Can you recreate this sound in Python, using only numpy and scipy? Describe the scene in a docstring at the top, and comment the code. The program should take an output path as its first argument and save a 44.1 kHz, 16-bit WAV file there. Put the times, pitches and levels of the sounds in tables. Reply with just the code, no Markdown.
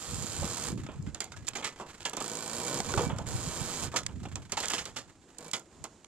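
"""A ratchet block purrs at once: on a becalmed sailing boat, a sheet runs again and again, shaking the deck.
Each pull is a train of pawl clicks rung through housing and deck; knocks are short groups of decaying tones.
Slack lines and fittings snap taut and clack: noise bursts, chattering through the rig's resonances.
Flapping sails push short low waves of air, and eddies of noise, past two small microphones on deck.
Water washes faintly along the hull as filtered noise."""
import sys
import numpy as np
from scipy import signal
from scipy.fft import rfft, irfft, next_fast_len
from scipy.io import wavfile
from scipy.ndimage import map_coordinates

SR = 44100
rng = np.random.default_rng(int(sys.argv[2]) if len(sys.argv) > 2 else 0)


def materialize(psi):
    """Save the field psi as 16-bit PCM at rate SR to the path in sys.argv[1].

    A 1-D psi becomes a single channel; in a 2-D psi each row is a channel.
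    """
    bounded = np.clip(np.atleast_2d(psi).T, -1, 1)
    quanta = np.round(bounded * 32767).astype(np.int16)
    wavfile.write(sys.argv[1], SR, quanta)


N = 267844
TIME = np.arange(N) / SR  # s

# single puffs of air off the sails: at_s, relative level_db, pitch_hz, left_over_right_db
PUFFS = [(0.137, -21, 143, -15), (0.187, -21.5, 120, -4), (.246, -22.5, 210, -9), (0.298, -32, 139, 8),
         (0.398, -20.5, 114.9, 7), (0.446, -19, 196, 2), (0.705, -21, 280, -10), (.732, -18, 165, -4),
         (.763, -20.5, 162.7, -4), (.781, -27, 332, -13), (0.798, -24.5, 262, 0), (0.853, -24.5, 192, 4.5),
         (0.891, -27, 294, 5), (1.0, -18.5, 134, 6), (1.077, -20.5, 191, 4.5), (1.426, -33.5, 101, 1),
         (2.803, -20.5, 257, -1), (2.884, -24, 157, -20), (2.98, -14, 112, -27), (3.071, -13.5, 172.6, -31),
         (3.133, -14, 153, -19), (3.217, -23.5, 172.6, -30), (3.277, -23, 96, -27), (3.355, -16, 104.6, 28),
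         (3.48, -20, 134.9, -5), (3.616, -19, 144.9, -10), (3.849, -23.5, 110, -13), (4.175, -24.5, 152, 0),
         (4.223, -24.5, 212, -9), (4.272, -27, 251, 0), (4.346, -24, 134, -7), (5.815, -37, 100, 19)]
# resonances of the rig: pitch_hz, width_hz, level_db
RIG_MODES = [(456, 8.6, -30), (877, 25, -10.5), (1273, 20, -5.5), (1680, 12, 0.5), (2070, 15, -25),
             (2500, 50.04, -23), (3190, 86, -20), (4537, 150, -25)]


def amp(db):
    """Decibels to gain."""
    return 10 ** (np.asarray(db) / 20)


def unit(x):
    """Scaled to rms 1."""
    return x / np.sqrt(np.mean(x ** 2) + 1e-20)


def along(points, hz):
    """(Hz, value) points read on a log frequency axis."""
    f, v = np.transpose(points)
    return np.interp(np.log(hz + 1), np.log(f + 1), v)


def shape(points):
    """The gain function of a spectrum given as (Hz, dB) points."""
    return lambda hz: amp(along(points, hz))


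def wobble(rate):
    """A smooth random curve, rate knots a second."""
    knots = rng.standard_normal(int(N * rate / SR) + 4)
    return map_coordinates(knots, [TIME * rate])


def filtered(x, response):
    """x times a complex response of frequency."""
    size = x.shape[-1]
    m = next_fast_len(size + size // 8)
    return irfft(rfft(x, m) * response(np.fft.rfftfreq(m, 1 / SR)), m)[..., :size]


def noise(colour, size=N):
    """Stereo noise of rms 1, more alike at the two microphones in the bass than in the treble."""
    # likeness of the two microphones: pitch_hz, left-right correlation (0 to 1)
    alike = [(60, 0.88), (150, 1), (600, 0.91), (1400, 0.85), (3100, 0.87), (6800, 0.65), (15000, 0.39)]

    def mid_and_side(hz):
        turn = np.arccos(np.clip(along(alike, hz), -1, 1)) / 2
        return colour(hz) * np.array([np.cos(turn), np.sin(turn)])

    mid, side = filtered(rng.standard_normal((2, size)), mid_and_side)
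    return unit(np.array([mid + side, mid - side]))


def ring(x, modes, direct_db):
    """x through a body: a direct part plus its (Hz, width Hz, dB) resonances."""
    def response(f):
        resonances = sum(amp(db) * 1j * f * w / (c * c - f * f + 1j * f * w) for c, w, db in modes)
        return amp(direct_db) + resonances

    return filtered(x, response)


def add(track, s, sound):
    """Mixes a sound into the track at s seconds."""
    part = track[..., max(round(s * SR), 0):][..., :sound.shape[-1]]
    part += sound[..., :part.shape[-1]]


def dying(power, t60):
    """The amplitude of energy that drains away after each blow."""
    keep = amp(-120 / (t60 * SR))
    return np.sqrt(np.abs(signal.lfilter([1 - keep], [1, -keep], power)))


def swells(rows, rise_s, fall_s):
    """The summed power of (start, length, dB) spells that rise, hold and fall exponentially."""
    def outside(s, length):
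        return np.maximum(s - TIME, 0) / rise_s + np.maximum(TIME - s - length, 0) / fall_s

    return sum((amp(db) * np.exp(-outside(s, length))) ** 2 for s, length, db in rows)


def sea():
    """Calm water laps along the hull: noise whose level wavers gently."""
    # colour of the water: pitch_hz, relative density_db per Hz
    water = [(20, -27), (50, 6), (100, 6), (330, 9.5), (550, 0.5), (1000, -4), (2000, -11.5), (7000, -16.5),
             (12000, -21.5), (14000, -33)]
    lapping_db = 1.2 * wobble(3) + 1.5 * wobble(14)
    return amp(-60.5 + lapping_db) * noise(shape(water))


def draught():
    """The strength of the eddies: each swing of the sails fans the deck, and each puff has its wake."""
    # sails swinging across: start_s, length_s, eddies level_db
    swings = [(.12, 0.96, -49), (1.305, 0.18, -50.5), (2.25, .55, -56), (2.92, .73, -45.5),
              (3.85, 0.53, -44.5), (4.55, .43, -54.5)]
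    still_air_db, swing_rise_s, swing_fall_s = -73, 0.053, 0.12
    wake_db, wake_s = -18, 0.046  # level re the puff's table level; time to build and to die
    wakes = swells([(s, 0, db + wake_db) for s, db, *_ in PUFFS], wake_s, wake_s)
    return np.sqrt(amp(still_air_db) ** 2 + swells(swings, swing_rise_s, swing_fall_s) + wakes)


def sails():
    """Each flap pushes a short wave of air past the microphones, amid low turbulent eddies."""
    # colour of the turbulence: pitch_hz, relative density_db per Hz
    eddy_colour = [(15, -43), (35, -8), (60, 0.5), (95, 5), (160, -0.5), (280, -8), (450, -23), (1000, -58),
                   (3000, -90)]
    t = np.arange(-SR // 25, SR // 25) / SR
    puffs = np.zeros((2, N))
    for s, db, hz, pan_db in PUFFS:
        phase = rng.uniform(0, 2 * np.pi) + 0.5 * rng.standard_normal((2, 1))
        puff = np.exp(-(t * hz / 0.63) ** 2) * np.cos(2 * np.pi * hz * t + phase)
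        balance = unit(amp([[pan_db / 2], [-pan_db / 2]]))
        add(puffs, s + t[0], amp(db - 7) * balance * puff)
    lumps = amp(2.9 * np.array([wobble(35), wobble(35)]))
    # part of the turbulence is each microphone's own
    own = unit(filtered(rng.standard_normal((2, N)), shape(eddy_colour)))
    eddies = unit(lumps * (noise(shape(eddy_colour)) + own) * amp([[-1], [1]]))
    return puffs + draught() * eddies


def stir():
    """How much the loose gear moves: a little at rest, more in spells as the boat rolls."""
    # spells of rustling: start_s, length_s, level_db
    spells = [(0, 0.83, -52.5), (1.5, 0.68, -53), (2.85, 1.108, -51.5), (4.2, 0.67, -57.5),
              (5.1, 0.54, -64.5)]
    rest_db, rise_s, fall_s = -70, 0.09, 0.11
    return np.sqrt(amp(rest_db) ** 2 + swells(spells, rise_s, fall_s))


def tick(tilt_db, t60):
    """One hard contact: it grinds for 1.5 ms, then dies."""
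    # colour of a hard contact: pitch_hz, relative density_db per Hz
    contact = [(80, -33), (400, -10.5), (1000, -7), (3500, 8), (7000, 8), (12000, 5.5), (15000, -3)]
    t = np.arange(SR // 20) / SR

    def tilted(hz):
        return shape(contact)(hz) * amp(tilt_db * np.log2(np.maximum(hz, 900) / 3000))

    burst = noise(tilted, size=len(t))
    grinding = 1.6 * np.tanh(burst / 1.6)  # sliding friction bounds the force
    onset = 1 - np.exp(-t / 0.0005)
    return 0.8 * grinding * amp(-60 * np.maximum(t - 0.0015, 0) / t60) * onset


def fittings():
    """Sharp contacts of fittings over the fine rustle of loose gear, both ringing the rig."""
    # hard contacts: at_s, relative level_db, tilt_db per octave
    contacts = [(.683, -38, -15), (.865, -44.5, -10.5), (1.025, -54, 5), (1.146, -38.5, -3.5),
                (1.204, -30.5, -1), (1.242, -40, 2), (1.469, -42, -2), (1.475, -39.5, -3),
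                (1.481, -32, -5.5), (1.486, -29.5, 5), (1.534, -43, -11), (2.005, -44, -6.5),
                (2.029, -48, -6), (2.053, -32, -5.5), (2.095, -36.5, 5), (2.133, -37.5, 7), (2.168, -34, 4),
                (2.211, -40, -11), (2.802, -29, -6), (2.938, -31, -10.5), (3.185, -39, -3.5),
                (3.829, -39, -6), (3.961, -36, -10), (4.033, -45.5, -5), (4.064, -29.5, -5.5),
                (4.356, -35.5, -5.5), (4.52, -29.5, -1), (4.575, -29, -12.5), (4.603, -32, 6),
                (4.656, -35, -1), (4.683, -30, 0), (4.702, -31.5, 4), (4.718, -36, 1), (4.739, -35, -10),
                (4.854, -37, 0), (5.384, -39.5, 4.5), (5.513, -39, 1), (5.534, -30, -1), (5.595, -46, 8),
                (5.84, -39.5, 1), (6.045, -49, -6)]
    ticks = np.zeros((2, N))
    for s, db, tilt_db in contacts:
        add(ticks, s, amp(db + 6.0) * tick(tilt_db, t60=0.015))
    # the rustle: many touches of random time and force
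    when, size = rng.random((450, 2)).T
    touches = np.bincount((when * N).astype(int), amp(9.3 * size) ** 2, N)
    colour = [(150, 9.5), (500, 0.5), (1500, 1.5), (3500, -4.5), (7000, -12.0), (13000, -12.5)]
    rustle = noise(shape(colour)) * dying(touches, t60=0.081)
    return ring(ticks + stir() * unit(rustle), RIG_MODES, direct_db=-0.5)


def knocks():
    """Blocks and shackles strike the deck and boom; each rings in four modes around its pitch."""
    # strikes: at_s, level_db before the mode levels, pitch_hz, t60_s
    strikes = [(.418, -31, 534, 0.15), (0.718, -35, 337.4, 0.21), (.887, -36.5, 623, .07),
               (1.066, -51, 1460, 0.18), (1.322, -45, 2650, 0.032), (1.339, -39.5, 1440, .057),
               (1.645, -37, 1990, 0.23), (1.799, -31, 1043, 0.042), (2.051, -26, 3215, .058),
               (2.802, -13.5, 740.6, 0.012), (2.938, -19.5, 1362, 0.03), (2.94, -26.5, 391, 0.26),
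               (2.977, -25, 1010, 0.022), (2.994, -21.5, 476, .15), (3.935, -36, 1150, .097),
               (3.96, -33, 490, .064), (4.254, -46, 940, 0.029), (4.571, -22, 911, 0.079),
               (4.78, -27.5, 2837, 0.051), (5.534, -31.5, 2317, 0.1), (5.534, -26.5, 3320, 0.095)]
    t = np.arange(SR // 4) / SR
    out = np.zeros(N)
    for s, db, hz, t60 in strikes:
        tones = np.zeros(len(t))
        for ratio, level_db in [(0.89, -8.5), (1, -5.5), (1.09, -9), (1.45, -13)]:
            tones += amp(level_db) * np.sin(2 * np.pi * hz * ratio * t + rng.uniform(0, 2 * np.pi))
        add(out, s, amp(db - 60 * t / t60) * tones * (1 - np.exp(-t / 0.00085)))
    return out


def clacks():
    """After a blow, slides and shackles chatter along the spar and die out: knock, clatter and jingle."""
    # blows that shake the rig: at_s, relative shudder_db, knock_db and jingle_db re shudder, base t60_s
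    blows = [(.419, -45.5, 10, -16, 0.19), (0.861, -46.5, -3, -12, .1), (.885, -51.5, 8, -15, 0.28),
             (1.063, -51, -5.5, -4, 0.16), (1.145, -49, 5, -3, 0.19), (1.203, -39, -2, -1, .2),
             (1.318, -43, 0, -0.5, 0.084), (1.362, -50, -1, -1, 0.16), (1.481, -38, -0.5, -1, 0.083),
             (1.552, -35.5, -2.5, -0.5, .19), (1.582, -56.5, 13, -3, 0.35), (1.625, -39.5, -6, -12, 0.24),
             (1.642, -32, -13.5, 1, .17), (1.797, -48, 12, -3, .21), (2.054, -31.5, 0, -2, .15),
             (2.131, -43, 3.5, -3, 0.14), (2.169, -39, 2, -4, 0.18), (2.207, -44, 7, -2, 0.068),
             (2.886, -39, 7.5, 3.5, 0.14), (2.975, -31, 9, -1.5, .16), (2.996, -56, 11, -10, .1),
             (3.095, -41.5, 10.5, -19, 0.21), (3.183, -53.5, 16.5, 0, 0.24), (3.94, -48.5, 17.5, 3, 0.18),
             (3.96, -27, -11, 4.5, 0.11), (4.089, -49.5, 7, -11, 0.11), (4.23, -53, 7.5, 3, 0.13),
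             (4.253, -37.5, 4.5, -14, 0.049), (4.357, -47.5, 7.5, -1, 0.15), (4.519, -35.5, 1, 0, .14),
             (4.569, -35, -4.5, 2.5, 0.18), (4.6, -50, 6.5, 7, .25), (4.63, -35, -7, -6, 0.27),
             (4.698, -36, -3, -2, 0.32), (4.733, -33.5, -8.5, 0.5, .19), (4.78, -38.5, -14, 0.5, .2),
             (4.853, -44, 0.5, 0, 0.18), (4.961, -36, -1.5, 1.5, 0.18), (5.532, -33, 0.5, 3.5, .15),
             (5.84, -45.5, 7.5, 2, .12)]
    # lives of knock, clatter and jingle, as shares of the blow's base t60
    life = [1.265, 0.9, .9]
    t = np.arange(SR // 3) / SR
    knock = noise(shape([(50, -15), (200, 3.5), (400, 4.0), (900, 1.0), (1400, -5.5), (3000, -70)]))
    clatter = noise(shape([(500, -22), (1100, -2.5), (2000, -0.5), (3500, -1.5), (5000, -41), (9000, -39)]))
    jingle = noise(shape([(2000, -8), (3900, 1.5), (5500, 0.0), (8000, -5), (12000, -5.0), (15000, -30)]))
    chatter = amp(2.33 * wobble(450) - 2.5) * np.array([knock, clatter, jingle])
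    rise = 1 - np.exp(-t / 0.0023)
    out = np.zeros((2, N))
    for s, db, knock_db, jingle_db, t60 in blows:
        fade = rise * amp(-60 * t / (t60 * np.array(life)[:, None]))
        levels = amp([[db + knock_db], [db], [db + jingle_db]])
        contacts = chatter.take(round(s * SR) + np.arange(len(t)), axis=2, mode="wrap")
        shudder = np.sum(contacts * (levels * fade)[:, None], axis=0)
        # every blow excites nine short resonances of its own
        pitches_hz = np.geomspace(1000, 7000, 9) * np.exp(0.13 * rng.standard_normal(9))
        own_modes = [(hz, 40 + hz / 80, -1) for hz in pitches_hz]
        add(out, s, ring(shudder, own_modes, direct_db=-1.0))
    return ring(out, RIG_MODES, direct_db=-0.5)


def load(start, end, growth_db):
    """One run in dB re its end: the load builds steadily, then the clicks fade as the sheave coasts."""
    coast_db_per_s = 296
    building = growth_db * (np.minimum((TIME - start) / (end - start), 1) - 1)
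    return building - coast_db_per_s * np.maximum(TIME - end, 0)


def run_levels():
    """The drive of the pawl clicks and of the deck rumble through all runs."""
    # the sheet running: start_s, end_s, relative click_db and rumble_db at the end, rumble growth_db
    runs = [(0, 0.677, -37, -43, 8), (2.2, 2.785, -36, -37, 8), (2.827, 3.048, -39, -35.5, 14),
            (3.264, 3.84, -36.5, -41.5, 3.5), (4.58, 4.79, -43, -48.5, 5), (5.382, 5.5, -49.5, -50.5, 0)]
    click_growth_db = 5.5
    click = sum((TIME >= s) * amp(db + load(s, end, click_growth_db)) for s, end, db, _, _ in runs)
    rumble = sum((TIME >= s) * amp(db + load(s, end, growth_db)) for s, end, _, db, growth_db in runs)
    return click, rumble


def pawl(rate, running, offset, jitter_s, scatter_db):
    """One blow per tooth, as impulses of about the same mean power at any speed."""
    teeth = np.flatnonzero(np.diff(np.floor(np.cumsum(rate * running) / SR + offset)))
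    late, size = rng.standard_normal((len(teeth), 2)).T
    at = np.clip(teeth + (late * jitter_s * SR).astype(int), 0, N - 1)
    return np.bincount(at, amp(scatter_db * size) * np.sqrt(SR / rate[teeth]), N)


def struck(blows, spectrum, t60, same):
    """A body's answer to blows: a share rings the same each time, the rest is new with every blow."""
    t = np.arange(SR // 5) / SR
    answer = unit(noise(shape(spectrum), size=len(t)) * amp(-60 * t / t60)) / np.sqrt(len(t))
    repeated = signal.fftconvolve(blows[None], answer, axes=1)[:, :N]
    fresh = noise(shape(spectrum)) * dying(blows ** 2, t60)
    share = np.clip(same, 0, 1)
    return np.sqrt(share) * repeated + np.sqrt(1 - share) * fresh


def ratchets():
    """Two pawls click in turn, about half a tooth apart; their housing and the deck ring on."""
    # the sheave's speed, one curve a pull: at_s, clicks_per_s of each pawl
    speed = [
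        [(0, 79), (.1, 90), (.25, 86), (.42, 92), (.55, 84), (.84, 37.8)],
        [(2.2, 52), (2.35, 55.5), (2.5, 56), (2.62, 60.6), (2.79, 67.6), (3.04, 72.3), (3.1, 52)],
        [(3.265, 73), (3.35, 81), (3.45, 86), (3.75, 88.5), (3.855, 72), (3.89, 52)],
        [(4.58, 40), (4.8, 49)],
        [(5.385, 53), (5.49, 56)],
    ]
    # colour of the pawl's snap: pitch_hz, relative density_db per Hz
    pawl_colour = [(300, -38.5), (1200, -0.5), (2000, -12.5), (3400, -20.5), (4600, -25), (6500, -2),
                   (12000, -7.5), (15000, 3)]
    # colour of the block's housing: pitch_hz, relative density_db per Hz
    housing_colour = [(300, -41), (1200, 2), (2000, -2.5), (3400, 0.5), (4600, 3), (6500, -5), (12000, -1),
                      (15000, -7.5)]
    # colour of the shaken deck: pitch_hz, relative density_db per Hz
    deck_colour = [(40, -30), (120, -2), (300, 1.5), (550, 2), (800, -2), (1200, -7.5), (1800, -13.5),
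                   (4000, -28.5), (7000, -25.5), (12000, -39)]
    # resonances of the deck: pitch_hz, width_hz, level_db
    deck_modes = [(157, 10, 10), (341, 45, -3), (481.5, 22, 2), (640, 160, -11), (963, 85, 1.5),
                  (1030, 69, -3), (1488, 15, 12), (2300, 20, 17)]
    rate = np.interp(TIME, *np.transpose(np.concatenate(speed)))
    running = sum((TIME >= pull[0][0]) & (TIME <= pull[-1][0]) for pull in speed)
    click, rumble = run_levels()
    first = pawl(rate, running, offset=0.9, jitter_s=0.0003, scatter_db=1.5)
    second = pawl(rate, running, offset=0.4 + 0.13 * wobble(6), jitter_s=0.00054, scatter_db=1.5)
    # the second pawl bites harder with speed (15 dB an octave), as hard as the first at 77.5 clicks per s
    bite = amp(15 * np.log2(rate / 77.5))
    blows = (first + bite * second) / np.sqrt(1 + bite ** 2)
    clicks = blows * click
    snap = struck(clicks, pawl_colour, t60=0.011, same=0.15)
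    housing = struck(clicks, housing_colour, t60=0.075, same=0.55)
    deck = ring(struck(blows * rumble, deck_colour, t60=0.12, same=0.51), deck_modes, direct_db=-2.5)
    return amp(-1.0) * snap + amp(-5) * housing + amp(-2) * deck


def scene():
    """Everything heard on deck; the rig lies a little to the right, so its sound reaches that side first."""
    rig = ratchets() + clacks() + knocks() + fittings()
    lag_s = 0.00006  # left behind right
    placed = filtered(rig, lambda hz: np.exp(np.array([[-1j], [1j]]) * np.pi * hz * lag_s))
    return placed + sails() + sea()


def record(dry):
    """The right microphone's port resonates in the treble; nothing is kept above the band limit."""
    # response of the left microphone: pitch_hz, gain_db
    left_mic = [(100, -0.5), (11000, -1.5), (12300, -4.5), (13500, -13.5), (15000, -48)]
    # response of the right microphone: pitch_hz, gain_db
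    right_mic = [(100, -1), (300, -0.5), (700, 2.5), (2400, 2), (4400, 4.5), (6000, 7), (7200, 16),
                 (8200, 10.5), (10000, -5), (12000, -14.5), (13800, -21), (15000, -40)]
    top_hz = 15700
    return filtered(dry, lambda hz: np.array([shape(left_mic)(hz), shape(right_mic)(hz)]) * (hz < top_hz))


dry = scene()
out = record(dry)
materialize(out)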